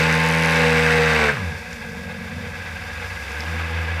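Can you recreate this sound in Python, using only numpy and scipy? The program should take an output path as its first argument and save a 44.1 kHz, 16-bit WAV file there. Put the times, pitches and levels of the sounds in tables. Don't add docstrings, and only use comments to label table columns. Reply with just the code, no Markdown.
import sys
import numpy as np
from scipy.fft import rfft, irfft, next_fast_len
from scipy.io import wavfile
from scipy.ndimage import uniform_filter1d, map_coordinates

SR = 44100
rng = np.random.default_rng(int(sys.argv[2]) if len(sys.argv) > 2 else 0)


def store_pcm(level_fs):
    pcm = np.round(np.clip(level_fs, -1, 1) * 32767).astype(np.int16)
    wavfile.write(sys.argv[1], SR, np.atleast_2d(pcm).T)


N = 176400
TIME_S = np.arange(N) / SR

# time in seconds, firing rate in Hz.
FIRING_FAST_HZ = [(0.1, 160.2), (0.2, 161.3), (0.3, 162.4), (0.42, 162.8), (0.55, 162.4), (0.68, 160.5),
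                  (0.95, 159.3), (1.1, 157.6), (1.18, 154.8), (1.24, 149.5), (1.29, 145.7)]
FIRING_SLOW_HZ = [(1.34, 144), (1.4, 100), (1.49, 80), (1.6, 63), (1.8, 50), (2.05, 45.8), (2.25, 45.2),
                  (2.5, 51), (2.8, 54.5), (3.1, 62), (3.3, 69.6), (3.5, 83), (3.72, 82), (4, 82.4)]

# time in seconds, level in dB.
ROAR_DB = [(0, -19), (.332, -23), (.576, -20), (1.225, -20), (1.28, -20), (1.32, -26), (1.42, -35)]
RATTLE_DB = [(0, -47), (.15, -42.5), (.28, -40), (.5, -38), (.62, -48), (1.25, -61), (1.35, -77)]
FIRING_NOTE_DB = [(0, -22.5), (.45, -23), (1.1, -25.5), (1.26, -36), (1.35, -32.5), (1.43, -28.5),
                  (1.5, -29), (1.58, -50), (1.75, -46), (2.1, -57), (2.7, -50), (3.25, -37.5), (3.5, -29.5),
                  (3.75, -26.5), (4, -26.5)]
HULL_DB = [(0, -22), (.5, -23.5), (.65, -21), (1.25, -20), (1.31, -25), (1.38, -54), (1.6, -92)]
HOWL_DB = [(0, -32), (.11, -28), (.22, -35), (.42, -32), (.53, -34), (.61, -24.5), (.71, -24), (1.1, -24),
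           (1.21, -22.5), (1.29, -26.5), (1.34, -40), (1.45, -70)]
PICKUP_DB = [(1.3, -77), (1.42, -40.5), (1.52, -39), (1.65, -61), (3, -74), (3.3, -51), (3.55, -38),
             (4, -41)]
CHURN_DB = [(0, -65), (1.3, -60), (1.7, -53), (2.6, -44), (3.2, -39.5), (3.6, -34.5), (4, -36)]
# time in seconds, level in dB relative to the layer's gain.
WASH_DB = [(1.45, -37.5), (1.78, -41.5), (2.45, -41), (4, -35)]
SPRAY_DB = [(1.45, -48.5), (2.18, -52), (2.59, -50.5), (3.36, -46.5), (4.0, -50.5)]

# frequency in Hz, relative level in dB.
ROAR_SPECTRUM = [(650, -31), (1100, -8), (1270, -24), (1620, 3), (1830, -4.5), (2230, 1.5), (2410, -2.5),
                 (2610, -2), (2880, -9.5), (3440, -14.5), (3840, -13.5), (4150, -16.5), (4790, -18.5),
                 (6200, -22.5), (7400, -29.5), (7950, -22.5), (9000, -30.5), (12800, -38.5), (14700, -39),
                 (15500, -44)]
ROAR_BODY_SPECTRUM = [(35, -30), (70, -26), (130, -10), (200, -8), (300, -16.5), (370, -16.5), (470, 5),
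                      (560, -4), (650, -15), (880, 0), (1100, -8), (1400, -5)]
RATTLE_SPECTRUM = [(2000, -16), (4000, -3), (6500, 1), (8500, -10), (9700, 2.5), (10800, -9), (12000, -8.5),
                   (13000, -17), (15500, -18)]
BOOM_SPECTRUM = [(30, -23), (55, -21), (74, -0.5), (90, -4), (105, -6), (130, -14), (170, -10)]
CASE_TAP_SPECTRUM = [(800, -12), (2200, 3), (3400, 0), (4400, -2), (5400, 2), (7000, -3), (15000, -18)]
WASH_SPECTRUM = [(160, -52), (280, -15), (331, -18), (386, -22), (480, 2), (552, -4), (589, -2), (620, -38),
                 (742, 2), (791, -11.5), (854, -1.5), (959, -6.5), (1210, -9), (1360, -9.5), (1500, -1),
                 (1650, 7.5), (1820, -8.5), (1990, 1), (2130, -2), (2330, -1.5), (2610, -1.5), (2890, -16),
                 (3550, -11), (4140, -19.5), (4640, -16.5), (6000, -46), (7800, -50), (13200, -120)]
CHURN_SPECTRUM = [(150, -51), (300, -1), (400, -9.5), (850, 0.5), (1300, 1), (1620, 3), (1900, -2),
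                  (2550, 2), (4000, -19)]
SPRAY_SPECTRUM = [(2940, -20), (5000, 0), (6100, -4), (7100, -6.5), (7800, -9), (10000, -10.5),
                  (11700, -12), (12600, -17), (14700, -17), (15500, -21)]

# shaft multiple, gain in dB on the level run, gain in dB leaning into the turn.
HULL_PARTIALS = [(1, -9.5, -9.5), (3, -9.5, -9.5), (4, -20.5, -27), (5, -21, -22), (7, -12, -13.5),
                 (8, -24, -20), (9, -19, -14), (10, -14, -17.5), (11, -10, -18.5), (13, -11.5, -20),
                 (14, -17, -17.5), (15, -33, -17.5), (17, -23, -19), (20, -26, -12.5)]
# multiple of the firing rate, gain in dB.
PICKUP_PARTIALS = [(2, 1.5), (3, -10.5), (4, -11), (5, -16.5), (6, -6.5), (10, -20)]
# centre in seconds, level in dB.
FLARES = [(.91, -18), (1.294, -18.5)]
# time in seconds, burble level in dB, boom level in dB.
EXHAUST_DB = [(1.2, -55, -70), (1.33, -31, -53), (1.5, -40.5, -31.5), (1.65, -42, -42.5), (1.9, -35, -36),
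              (2.42, -34.5, -36.5), (2.6, -42, -37), (3.1, -45, -38), (3.35, -44.5, -45),
              (3.55, -40.5, -42), (4, -54, -38)]
# frequency in Hz, width in Hz, gain in dB.
PIPE_MODES = [(167, 23, 4.5), (231.6, 17.8, 2), (479.6, 49, -8.5), (744, 19, -27)]
# time in seconds, spread in dB.
FIRING_SPREAD_DB = [(1.3, -0.5), (1.7, 2.5), (2.9, -2.5), (3.5, 13)]
# centre in seconds, rise of the wash in dB.
SLAPS = [(1.54, 1.5), (1.82, 2), (2.11, 4), (2.32, 2), (2.46, 4), (2.57, 3.5), (2.67, 2.5), (2.98, 2.5),
         (3.04, 3)]
# start in seconds, peak in dB, treble edge in Hz.
DROPS = [(1.7298, -21.5, 7500), (3.138, -32, 15000), (3.318, -27, 8000), (3.4055, -17, 5900),
         (3.437, -27, 6000)]
# centre in Hz, width in Hz, gain in dB.
CASE_BANDS = [(1230, 45, 2), (2450, 45, -6), (3630, 110, 3), (4750, 130, 2), (6600, 200, -3),
              (8100, 160, -3), (9300, 300, -3.5), (11000, 220, -4)]
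# shaft multiple, gain in dB.
PUMP_PARTIALS = [(49, -24), (60, -26)]


def amp(db):
    return 10 ** (np.asarray(db) / 20)


def unit(x):
    return x / np.sqrt(np.mean(x ** 2) + 1e-20)


def curve(rows, column=1):
    rows = np.array(rows)
    return np.interp(TIME_S, rows[:, 0], rows[:, column])


def wobble(rate_hz):
    return map_coordinates(rng.standard_normal(int(N * rate_hz / SR) + 4), [TIME_S * rate_hz])


def bell(offset, width):
    return np.exp(-(offset / width) ** 2)


def step(at_s, width_s):
    return .5 + .5 * np.tanh((TIME_S - at_s) / width_s)


def filtered(x, response):
    size = next_fast_len(N + SR // 2)
    return irfft(rfft(x, size) * response(np.fft.rfftfreq(size, 1 / SR)), size)[..., :N]


def coloured(x, spectrum):
    points_hz, db = np.transpose(spectrum)
    skirt = lambda hz: np.minimum(1, np.minimum(hz / points_hz[0], points_hz[-1] / (hz + 1))) ** 4
    shape = lambda hz: amp(np.interp(np.log(hz + 1), np.log(points_hz), db))
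    return unit(filtered(x, lambda hz: skirt(hz) * shape(hz)))


def noise(spectrum):
    return coloured(rng.standard_normal(N), spectrum)


def once_a_turn(turns, at_turns, width_turns):
    return bell((turns - at_turns + .5) % 1 - .5, width_turns)


def turn_scatter(turns, spread_db):
    return amp(spread_db * rng.standard_normal(1000))[turns.astype(int)]


def partial(cycles, multiple, waver_db):
    sine = np.sqrt(2) * np.sin(2 * np.pi * (multiple * cycles + rng.random()))
    return sine * amp(waver_db * wobble(9.12))


def roar(turns, loose_turns):
    cutout_turns, second_at_turns = .06, .283
    deep = (1 - .92 * once_a_turn(loose_turns, 0, cutout_turns)) ** 2
    shallow = 1 - .22 * once_a_turn(loose_turns, second_at_turns, cutout_turns)
    swell_db = np.cos(2 * np.pi * (loose_turns - .025))
    gate = deep * shallow * amp(swell_db)
    buzz = sum(amp(-15 - .08 * (k - 18)) * partial(turns, k, waver_db=2) for k in range(18, 34))
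    whine = sum(amp(db) * partial(turns + .0063 * wobble(160), k, waver_db=2) for k, db in PUMP_PARTIALS)
    jet = noise(ROAR_SPECTRUM) * amp(1.9 * wobble(500) + .24 * wobble(24.5))
    rush = unit(gate * (jet + buzz + whine))
    snaps = sum(once_a_turn(loose_turns, at + cutout_turns, .025) * turn_scatter(turns, spread_db=2)
                for at in (0, second_at_turns))
    rush += amp(-20) * unit(snaps * noise(CASE_TAP_SPECTRUM))
    treble = filtered(rush, lambda hz: hz ** 6 / (hz ** 6 + 3300 ** 6))
    rush += (amp(-2.5 * step(at_s=1.26, width_s=.02)) - 1) * treble
    body = amp(-7) * gate * noise(ROAR_BODY_SPECTRUM)
    release_db = 102 * np.maximum(0, TIME_S - ROAR_DB[-1][0])
    return amp(curve(ROAR_DB) - release_db) * (rush + body)


def drone(turns):
    note = amp(curve(FIRING_NOTE_DB)) * partial(turns, 2, waver_db=.26)
    lean = step(at_s=.65, width_s=.052)
    hull = sum(amp(upright_db + lean * (leaning_db - upright_db)) * partial(turns, k, waver_db=min(2, .42 * k))
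               for k, upright_db, leaning_db in HULL_PARTIALS)
    howl = amp(curve(HOWL_DB)) * partial(turns, 6, waver_db=2)
    pickup = sum(amp(db) * partial(turns, 2 * k, waver_db=1.5) for k, db in PICKUP_PARTIALS)
    return note + amp(curve(HULL_DB)) * hull + howl + amp(curve(PICKUP_DB)) * pickup


def flares(pitch_hz=1634, width_s=.01):
    envelope = sum(amp(db) * bell(TIME_S - at_s, width_s) for at_s, db in FLARES)
    return envelope * partial(pitch_hz * TIME_S + .33 * wobble(200), 1, waver_db=1)


def rattle(turns, loose_turns):
    bursts = turn_scatter(turns, spread_db=2.5) * once_a_turn(loose_turns, at_turns=.19, width_turns=.06)
    return amp(curve(RATTLE_DB)) * unit(bursts * noise(RATTLE_SPECTRUM))


def pipe_response(hz):
    modes = sum((-1) ** k * amp(db) * 1j * hz * width_hz / (mode_hz ** 2 - hz ** 2 + 1j * hz * width_hz)
                for k, (mode_hz, width_hz, db) in enumerate(PIPE_MODES))
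    return modes * hz ** 2 / (hz ** 2 + 110 ** 2)


def burble(turns, firing_hz, jitter_s=.0007):
    firings = np.flatnonzero(np.diff(np.floor(2 * turns)))
    size, lag = np.clip(rng.standard_normal((len(firings), 2)), -1.7, 1.7).T
    strength = amp(curve(FIRING_SPREAD_DB)[firings] * size) / np.sqrt(firing_hz[firings])
    onsets = np.clip(firings + (lag * jitter_s * SR).astype(int), 0, N - 1)
    puffs = unit(np.bincount(onsets, strength, N))
    gurgle = .52 * rng.standard_normal(N)
    ring = filtered(puffs + gurgle, pipe_response)
    running_rms = np.sqrt(np.abs(uniform_filter1d(ring ** 2, size=6615)) + 1e-12)
    return amp(curve(EXHAUST_DB)) * ring / running_rms


def boom(pitch_hz=86.912, drift_cycles=.1552):
    tone = partial(pitch_hz * TIME_S + drift_cycles * wobble(12), 1, waver_db=2.5)
    rumble = amp(-2) * noise(BOOM_SPECTRUM)
    return amp(curve(EXHAUST_DB, column=2)) * unit(tone + rumble)


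def wash(gain_db=5, slap_s=.015):
    slaps_db = sum(db * bell(TIME_S - at_s, slap_s) for at_s, db in SLAPS)
    flutter_db = .75 * wobble(40) + .88 * wobble(200)
    return amp(gain_db + curve(WASH_DB) + slaps_db + flutter_db) * noise(WASH_SPECTRUM)


def churn():
    return amp(curve(CHURN_DB) + 1.7 * wobble(60)) * noise(CHURN_SPECTRUM)


def drops(decay_s=.0014):
    taps = np.zeros(N)
    for start_s, peak_db, edge_hz in DROPS:
        age_s = TIME_S - start_s
        impact = rng.standard_normal(N) * (age_s >= 0) * np.exp(-np.abs(age_s) / decay_s)
        tap = filtered(coloured(impact, CASE_TAP_SPECTRUM), lambda hz: .25 + 1 / (1 + (hz / edge_hz) ** 20))
        taps += amp(peak_db) * tap / np.abs(tap).max()
    return taps


def spray(gain_db=1.5):
    fizz = unit(noise(SPRAY_SPECTRUM) * amp(1.1 * wobble(900) + .56 * wobble(30.25)))
    return amp(gain_db + curve(SPRAY_DB)) * fizz


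def case_response(hz):
    return amp(sum(db * bell(hz - centre_hz, width_hz) for centre_hz, width_hz, db in CASE_BANDS))


def scene():
    firing_hz = curve(list(FIRING_FAST_HZ) + list(FIRING_SLOW_HZ))
    turns = np.cumsum(firing_hz) / SR / 2
    loose_turns = turns + .024 * wobble(90)
    engine = roar(turns, loose_turns) + drone(turns) + flares() + rattle(turns, loose_turns)
    exhaust = burble(turns, firing_hz) + boom()
    water = wash() + churn() + drops() + spray()
    return filtered(engine + exhaust + water, case_response)


def record(dry):
    hiss = amp(-70.5) * rng.standard_normal((2, N))
    return filtered(dry + hiss, lambda hz: hz < 15600)


dry = scene()
out = record(dry)
store_pcm(out)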